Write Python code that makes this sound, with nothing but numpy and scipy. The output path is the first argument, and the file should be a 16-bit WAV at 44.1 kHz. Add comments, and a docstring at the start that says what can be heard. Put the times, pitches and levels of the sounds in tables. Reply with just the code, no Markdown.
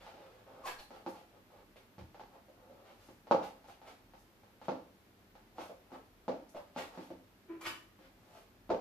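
"""In a small bare room with a laminate floor, platform high heels shift and step.
Each blow excites damped modes of floor, board and shoe, and the heel tip adds a broadband crack.
Soles scuff, squeak and roll by stick-slip friction; light brushing, probably stockings, only hisses.
Then the wearer sits down: a wooden chair groans and slides, and the last heel blows follow.
Reflections, a diffuse tail and standing waves colour every contact; faint room air lies beneath."""
import sys
import numpy as np
from scipy import signal
from scipy.fft import rfft, irfft, next_fast_len
from scipy.io import wavfile

SR = 44100
rng = np.random.default_rng(int(sys.argv[2]) if len(sys.argv) > 2 else 0)


def pcm_store(signal):
    """Save signal as 16-bit PCM."""
    levels = np.round(np.clip(np.atleast_2d(signal), -1, 1) * 32767)
    wavfile.write(sys.argv[1], SR, levels.astype(np.int16).T)


N = 388124  # samples

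# shoe blows: start_s, knock_level_db, then relative to the knock: thud_db, shoe_ring_db
STEPS = [(.065, -64.5, -6, 9.5), (.14, -63.5, 0.5, 3.5), (.66, -57, -15, 8.5), (.906, -56.5, -3.5, -0.5),
         (1.063, -46, 3, 2.5), (1.759, -62.5, -11, -9), (1.982, -57, 1, -1), (2.145, -60.5, -8, 1.5),
         (2.196, -59.5, -1, 8), (2.484, -60, -10, -21), (2.697, -58.5, -4, -28), (3.087, -59.5, 2, -5),
         (3.27, -57.5, -7, -1), (3.311, -25.5, -6.5, -1), (3.643, -72.5, -5, 10.5),
         (3.686, -71.5, -12, 13.5), (3.816, -70.5, 1, 12), (4.136, -68.5, -3, 8.5), (4.434, -74.5, -13, 8),
         (4.615, -59, -4, 2.5), (4.6832, -35.5, -3, -3.5), (5.353, -66.5, -3, 5), (5.583, -52, 2, 6),
         (5.696, -49.5, -14.5, -20), (5.918, -61.5, 8.5, 4), (6.2804, -40, -0.5, -2.5),
         (6.285, -36, -8, -22), (6.548, -52.5, -2, -10), (6.762, -45, -1.5, 0), (6.975, -49.5, 2.5, -2.5),
         (7.104, -49, 1, -16), (7.99, -67, 3, -4), (8.693, -47, 3, -6), (8.702, -36, -2.5, -6.5),
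         (8.705, -31, -19, -12)]
# soft treads that flex the floor: start_s, level_db
TREADS = [(1.063, -67), (1.981, -56), (2.012, -54), (3.087, -68), (7.104, -66), (8.702, -55)]
# soles scuffing: peak_s, rise_s, fall_s, board_db, grit_db (drag strengths before a common gain)
SCUFFS = [(.676, 0.014, 0.017, -53, -45), (.797, 0.0062, 0.005, -59.5, -53.5),
          (0.949, .021, 0.029, -61.5, -64), (1.16, 0.029, 0.04, -64.5, -66.5),
          (1.768, 0.0043, 0.0095, -72, -60.5), (1.99, 0.0031, .012, -69, -63.5),
          (2.35, .027, .017, -65, -75), (3.02, .03, 0.053, -79, -71.5), (3.315, 0.00073, 0.0018, -52, -49),
          (3.43, .011, 0.026, -55.5, -54.5), (3.7, 0.029, .018, -68, -64.5), (3.88, .019, 0.023, -61, -59),
          (4.655, 0.02, 0.0068, -73, -62.5), (5.607, 0.021, 0.032, -57.5, -55.5),
          (5.948, .022, 0.0054, -55.5, -63.5), (6.57, .013, 0.0071, -52.5, -59),
          (6.78, 0.0098, 0.03, -51.5, -46.5), (6.955, 0.023, 0.0056, -61, -62),
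          (7.03, 0.058, 0.029, -70, -65.5), (8.37, 0.082, 0.032, -68, -67)]
# soles squeaking as they twist: start_s, length_s, settled_slip_rate_hz, tone_db, rasp_db (re tone)
SQUEAKS = [(0.636, 0.042, 968, -44, -13), (.66, 0.069, 1607, -52, -22), (0.784, 0.0079, 3680, -51, -17),
           (6.541, 0.039, 555.6, -46, -10)]
# soles rolling as the weight shifts: start_s, length_s, board_db (before the roll gain), grit_db
ROLLS = [(0, 0.097, -60, -58.5), (.145, .12, -59.5, -65), (0.282, .13, -66, -69.5),
         (0.458, 0.17, -58.5, -69), (1.322, 0.045, -64.5, -75), (1.493, 0.11, -63, -71),
         (2.551, .12, -66, -89), (2.7, 0.14, -64, -75), (2.839, 0.084, -62, -65),
         (8.002, 0.055, -70, -64.5)]
# light brushing, probably stockings: peak_s, rise_and_fall_s, hiss_db (before the common drag gain)
SWISHES = [(.66, 0.01, -52.5), (.797, 0.0073, -61), (1.09, 0.019, -65), (3.05, 0.08, -74), (3.45, .02, -69),
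           (3.681, 0.018, -72), (4.19, 0.019, -73), (5.63, 0.042, -70), (6.494, 0.0047, -63.5),
           (7.04, .04, -74), (8.37, 0.13, -77)]
# chair joint slipping under load: start_s, length_s, settled_slip_rate_hz, tone_db, rasp_db (re tone)
GROANS = [(7.481, 0.029, 325.4, -42, -10), (7.647, 0.026, 330.6, -50, -15)]
# chair legs sliding: peak_s, rise_s, fall_s, frame_db, grit_db, hiss_db (before the common drag gain)
CHAIR_SLIDES = [(7.612, 0.002, 0.015, -50, -64, -56.5), (7.668, .015, 0.013, -44, -41, -52.5)]

# modes of the flexing floor, the floor thud, the board, the shoe and the chair frame,
# with strengths relative within each body: pitch_hz, strength_db, t60_s
FLEX_MODES = [(79.5, 10, 0.1), (119.5, 12, 0.1), (172, 0, 0.079)]
THUD_MODES = [(196.6, -8.5, 0.09), (259, -9, 0.19), (314.6, 3, 0.047), (380, -2, 0.015)]
BOARD_MODES = [(414, -25.5, 0.012), (533.5, 4.5, 0.05), (600, 8.5, 0.02), (670, 3.5, 0.038)]
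SHOE_MODES = [(736, -9.5, 0.029), (805.6, -1.5, 0.024), (853, -1.5, 0.024), (1010, -7, 0.019),
              (1111, -8, 0.024), (1256, -7.5, 0.025)]
FRAME_MODES = [(1020, 8, 0.019), (1202, 10, 0.015), (1440, 16.5, 0.0074), (1800, 13, 0.0086),
               (2270, 10.5, 0.017), (2957, 5.5, 0.095), (3550, -12, 0.032)]
# relative spectra of the heel tip crack, of gritty friction and of hissing friction: pitch_hz, gain_db
TIP_SPECTRUM = [(600, -39), (1200, 0), (1700, 0.5), (2400, -3.5), (3200, -7.5), (4500, -8.5), (6500, -16.5),
                (9000, -33), (14000, -38)]
GRIT_SPECTRUM = [(200, -13), (500, -11.5), (1200, 0.5), (1800, -2), (2800, -3), (4500, -7.5), (6500, -15.5),
                 (9000, -20), (14000, -21.5)]
HISS_SPECTRUM = [(2000, -53), (4500, 1), (6500, 1), (9000, -2.5), (12500, 2.5), (15000, -11.5)]

# first reflections, relative to the direct path: delay_s, level_db
ECHOES = [(.0045, -10), (.0085, -9), (0.0116, -8), (.016, -9), (0.029, -14), (.038, -7.5)]
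# standing waves of the room, relative to one another: pitch_hz, strength_db, t60_s
STANDING = [(116, -12, 0.21), (184.9, 1, 0.38), (215, -3, 0.5), (265.9, 0, 0.46), (281.3, -2.5, 0.6),
            (315.6, -1.5, 0.31), (357, 12.5, 0.14), (393.4, 2.5, 0.38), (453, 2, 0.38), (508, -1, 0.33),
            (533, 6.5, 0.16), (579.8, 8, 0.18), (593, -12, .4), (690, -13.5, 0.36), (724, -3, 0.23),
            (737, -25, 0.18), (794, -11, 0.066), (830, -22, 0.21), (854, -1.5, 0.055), (898, 5, 0.24)]
# relative spectral density of still room air: pitch_hz, density_db
AIR_SPECTRUM = [(20, -37), (30, -23), (41, 7.5), (52, -5.5), (80, -2.5), (112, 0.5), (140, -9), (190, -1),
                (280, -3.5), (380, -4.5), (460, -8.5), (1150, -13), (2300, -16.5), (5000, -23.5),
                (9000, -30.5), (12000, -25.5), (14500, -24.5)]

# crack relative to the knock for a light tap whose shoe ring equals its knock;
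# it grows with shoe ring and shrinks with weight, so a heavy blow is duller
CRACK_DB, LIGHT_TAP_DB = -9, -54
CRACK_PER_RING, CRACK_PER_WEIGHT = 0.45, -0.35  # dB per dB
TIP_DIRECT_DB = -5  # direct path of the crack, relative to that of other sounds
SHOE_BEND_S = 0.00039
LEVEL_WINDOW_S = 0.059  # a blow's energy equals its level held for this long

SCUFF_SHOE_DB, SCUFF_HISS_DB = 3, -13.5  # shoe relative to the board, hiss relative to the grit
ROLL_ATTACK_S, ROLL_RELEASE_S = 0.007, 0.015
ROLL_GAIN_DB, ROLL_SHOE_DB = 0.5, -1  # gain of board and shoe; shoe relative to the board
# overshoot is the share by which a slip rate starts above its settled value
SQUEAK = dict(attack_s=0.0063, release_s=0.0066, overshoot=0.224, settle_s=0.0209, jitter=0.04)
GROAN = dict(attack_s=0.015, release_s=0.052, overshoot=0.235, settle_s=0.0108, jitter=0.083)

ROOM_T60_S, ROOM_TREBLE_T60_S = 0.41, 0.39
TAIL_DB, TREBLE_TAIL_DB = -3.5, 0  # before the crossover filters
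STANDING_DB, DIRECT_DB = -16, -4.5
AIR_DB = -64
RIGHT_LAG_S, LEFT_BALANCE_DB = .00004, -.4
TOP_HZ = 14550

T = np.arange(N) / SR
RING_T = T[:int(.7 * SR)]  # time axis of every impulse response
LN_1000 = np.log(1000)  # a decay of 60 dB, as an exponent
# decaying complex oscillation of each standing wave
WAVES = np.array([10 ** (db / 20) * np.exp((2j * np.pi * hz - LN_1000 / t60) * RING_T)
                  for hz, db, t60 in STANDING])


def steps():
    """Impact excitation: each blow rings floor, board and shoe in its own proportions and cracks."""
    out = np.zeros((2, N))
    energy = LEVEL_WINDOW_S * SR
    bend = 1 - np.exp(-RING_T / SHOE_BEND_S)  # the shoe takes a moment to bend
    crack = colour(signal.unit_impulse(2048, 32), TIP_SPECTRUM)
    for start, knock_db, thud_db, shoe_db in STEPS:
        spot = room()
        thud = band(modes(THUD_MODES, scatter=1.0), 213, 617)
        board = band(modes(BOARD_MODES, scatter=0.63), 510, 694)
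        shoe = band(bend * modes(SHOE_MODES, scatter=0.3), 550, 780)
        for body, relative_db in [(thud, thud_db), (board, 0), (shoe, shoe_db)]:
            dry_body = body[:len(body) // 4]
            add(out, start, undb(knock_db + relative_db) * heard(spot, dry_body, energy))
        # the crack sprays sideways, so more of it arrives by way of the walls
        sideways = spot * np.where(RING_T > 0, 1, undb(TIP_DIRECT_DB))
        weight_db = knock_db - LIGHT_TAP_DB
        crack_db = CRACK_DB + CRACK_PER_RING * shoe_db + CRACK_PER_WEIGHT * weight_db
        add(out, start, undb(knock_db + crack_db) * heard(sideways, crack, energy))
    for start, db in TREADS:
        damped_room = room() * np.exp(-RING_T / 0.13)
        flex = cut(modes(FLEX_MODES), 84, "high")
        add(out, start, undb(db) * heard(damped_room, flex, energy))
    return out


def soles():
    """Sliding friction: soles scuff, squeak and slowly roll on the boards."""
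    out = np.zeros((2, N))
    for peak, rise, fall, board_db, grit_db in SCUFFS:
        bodies = [(BOARD_MODES, 350, board_db), (SHOE_MODES, 600, board_db + SCUFF_SHOE_DB)]
        add(out, *slide(peak, rise, fall, bodies, grit_db, grit_db + SCUFF_HISS_DB))
    for squeak in SQUEAKS:
        add(out, *squeal(squeak, SHOE_MODES, **SQUEAK))
    for start, length, board_db, grit_db in ROLLS:
        _, force = press(length, ROLL_ATTACK_S, ROLL_RELEASE_S)
        wood = rub(force, BOARD_MODES, 130) + undb(ROLL_SHOE_DB) * rub(force, SHOE_MODES, 840)
        grit = rasp(force, GRIT_SPECTRUM)
        dry_roll = undb(board_db + ROLL_GAIN_DB) * wood + undb(grit_db) * grit
        add(out, start, heard(room(), dry_roll))
    return out


def chair():
    """Friction under load: a joint groans by regular slips, and sliding legs ring the frame."""
    out = np.zeros((2, N))
    for groan in GROANS:
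        add(out, *squeal(groan, FRAME_MODES[:-2], **GROAN))  # without the two highest modes
    for peak, rise, fall, frame_db, grit_db, hiss_db in CHAIR_SLIDES:
        add(out, *slide(peak, rise, fall, [(FRAME_MODES, 400, frame_db)], grit_db, hiss_db))
    return out


def stockings():
    """Non-resonant friction: cloth brushes past cloth, with hiss but no body and no grit."""
    out = np.zeros((2, N))
    for peak, width, hiss_db in SWISHES:
        add(out, *slide(peak, width, width, [], -np.inf, hiss_db))
    return out


def slide(peak, rise, fall, bodies, grit_db, hiss_db):
    """Transient friction: a drag rings its bodies (modes, lowest Hz, dB), rasps and hisses."""
    lead = 5 * rise
    since_peak = RING_T - lead
    force = np.exp(-np.where(since_peak < 0, -since_peak / rise, since_peak / fall))
    parts = [(rub(force, body, low_hz), db) for body, low_hz, db in bodies]
    parts.append((rasp(force, GRIT_SPECTRUM), grit_db))
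    parts.append((rasp(force, HISS_SPECTRUM), hiss_db))
    mix = sum(undb(db) * unit(part) for part, db in parts)
    drag = 2 * mix * np.sqrt(np.sum(force ** 2))  # 2 is the gain common to all drags
    return peak - lead, heard(room(), drag)


def squeal(event, body, attack_s, release_s, overshoot, settle_s, jitter):
    """Regular stick-slip: a wavering tone sags to its pitch while every slip ticks a body."""
    start, length, settled_hz, db, rasp_db = event
    t, force = press(length, attack_s, release_s)
    hz = settled_hz * (1 + overshoot * np.exp(-t / settle_s))
    wobble = cut(rng.standard_normal(len(t)), 300, "low")
    cycles = np.cumsum(hz * (1 + jitter * wobble / np.std(wobble))) / SR
    ticks = np.diff(np.floor(cycles), prepend=0)  # one impulse per completed cycle
    creak = cut(ring(ticks, modes(body)), 3800, "low")
    tone = np.sqrt(2) * np.sin(2 * np.pi * cycles)
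    voice = tone + undb(rasp_db) * creak / np.std(creak)
    return start, heard(room(), undb(db) * force * voice)


def press(length, attack_s, release_s):
    """Contact loading: force builds linearly, holds until its length is up, then decays."""
    t = np.arange(0, length + 6 * release_s, 1 / SR)
    build = np.minimum(t / attack_s, 1)
    return t, build * np.exp(-np.maximum(t - length, 0) / release_s)


def rub(force, body, low_hz):
    """Resonant friction: irregular slips drive the modes of a body."""
    response = band(modes(body, scatter=0.78), low_hz, 1.35 * body[-1][0])
    return ring(force * slips(len(force)), unit(response))


def rasp(force, spectrum):
    """Granular friction: dense fine slips under a sliding surface, shaped by a spectrum."""
    return colour(force * slips(len(force), rate_hz=7000, spread_db=2.0), spectrum)


def slips(size, rate_hz=2500, spread_db=4):
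    """Irregular stick-slip: a random train of uneven tiny impulses, scaled to rms 1."""
    sign, strength = rng.standard_normal((2, size))
    happens = rng.random(size) < rate_hz / SR
    train = happens * np.sign(sign) * undb(spread_db * strength)
    return train / np.std(train)


def modes(table, scatter=0.):
    """Modal superposition: damped sines; scatter (dB) varies strengths and, slightly, pitches."""
    out = 0
    draws = rng.standard_normal((len(table), 2))  # the contact point differs from blow to blow
    for (hz, db, t60), (strength, detune) in zip(table, draws):
        decay = np.exp(-LN_1000 * RING_T / t60)
        pitch_hz = hz * (1 + 0.016 * scatter * detune)
        out = out + undb(db + scatter * strength) * decay * np.sin(2 * np.pi * pitch_hz * RING_T)
    return unit(out)


def room():
    """Room acoustics from one floor spot: direct path, near walls, diffuse tail, standing waves."""
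    build = 1 - np.exp(-(RING_T / 0.0029) ** 2)
    noise = diffuse(len(RING_T)) * build
    low = undb(TAIL_DB) * unit(noise * np.exp(-LN_1000 * RING_T / ROOM_T60_S))
    high = undb(TREBLE_TAIL_DB) * unit(noise * np.exp(-LN_1000 * RING_T / ROOM_TREBLE_T60_S))
    walls = np.zeros_like(noise)
    for (delay, db), (shift, side) in zip(ECHOES, rng.uniform(-1, 1, (len(ECHOES), 2))):
        between_mics = 0.00027 * side * np.array([1, -1])
        lags = SR * (delay * (1 + .12 * shift) + between_mics)
        walls[[0, 1], lags.astype(int)] += undb(DIRECT_DB + db)
    out = cut(low, 1640, "low", order=1) + cut(high, 1350, "high", order=1)
    out += cut(walls, 4940, "low", order=1)
    out[:, 0] += undb(DIRECT_DB)
    # each spot meets the standing waves in other phases; microphones differ more at short wavelengths
    phase, apart = rng.uniform(-np.pi, np.pi, (2, len(STANDING)))
    mic_phase = np.outer([.5, -.5], apart * np.array(STANDING)[:, 0] / 1300)
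    standing = (np.exp(1j * (phase + mic_phase)) @ WAVES).imag * build
    return out + undb(STANDING_DB) * unit(standing)


def heard(spot, x, energy=None):
    """Convolution with the room: a dry sound at both microphones, at the given energy or its own."""
    wet = signal.fftconvolve(x[None], spot, axes=1)
    target = np.sum(x ** 2) if energy is None else energy
    return wet * np.sqrt(2 * target / np.sum(wet ** 2))


def diffuse(size, alike_hz=750):
    """Diffuse-field coherence: noise at two microphones, alike in the bass, unrelated in the treble."""
    mid, side = rfft(rng.standard_normal((2, size)))
    alike = .9 / (1 + (np.fft.rfftfreq(size, 1 / SR) / alike_hz) ** 4)
    mid = mid * np.sqrt((1 + alike) / 2)
    side = side * np.sqrt((1 - alike) / 2)
    return irfft(np.array([mid + side, mid - side]), size)


def air():
    """Stationary diffuse noise: the faint steady rumble and hiss of the room."""
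    noise = diffuse(next_fast_len(N))[:, :N]
    return undb(AIR_DB) * colour(noise, AIR_SPECTRUM)


def undb(db):
    """Logarithmic level: decibels to amplitude gain."""
    return 10 ** (np.asarray(db) / 20)


def unit(x):
    """Energy normalisation: each channel is scaled to unit energy."""
    return x / np.sqrt(np.sum(x ** 2, axis=-1, keepdims=True))


def colour(x, points):
    """Spectral shaping: interpolate (Hz, dB) points over log frequency, keeping white-noise power."""
    hz, db = np.transpose(points)
    size = next_fast_len(x.shape[-1])
    bins = np.log(np.fft.rfftfreq(size, 1 / SR) + 1)  # 1 Hz offset avoids log of zero
    gain = undb(np.interp(bins, np.log(hz), db))
    gain = gain / np.sqrt(np.mean(gain ** 2))
    return irfft(rfft(x, size) * gain, size)[..., :x.shape[-1]]


def cut(x, hz, kind, order=2):
    """Butterworth filtering: a maximally flat low- or high-pass."""
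    return signal.sosfilt(signal.butter(order, hz, kind, fs=SR, output="sos"), x)


def band(x, low_hz, high_hz):
    """Band limiting: a high-pass followed by a low-pass."""
    return cut(cut(x, low_hz, "high"), high_hz, "low")


def ring(x, response):
    """Linear resonance: a driving signal convolved with an impulse response."""
    return signal.fftconvolve(x, response)[:len(x)]


def add(out, start_s, x):
    """Superposition: mix x in at its start time."""
    i = max(int(start_s * SR), 0)
    out[:, i:i + x.shape[1]] += x[:, :max(N - i, 0)]


def scene():
    """Interchannel delay: contact sounds reach the right microphone slightly later, over room air."""
    left, right = steps() + soles() + stockings() + chair()
    late_right = np.interp(T - RIGHT_LAG_S, T, right)
    return np.array([undb(LEFT_BALANCE_DB) * left, late_right]) + air()


def record(dry):
    """Band limitation: the recorder's steep elliptic low-pass removes the extreme treble."""
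    return signal.sosfilt(signal.ellip(10, .2, 70, TOP_HZ, fs=SR, output="sos"), dry)


dry = scene()
out = record(dry)
pcm_store(out)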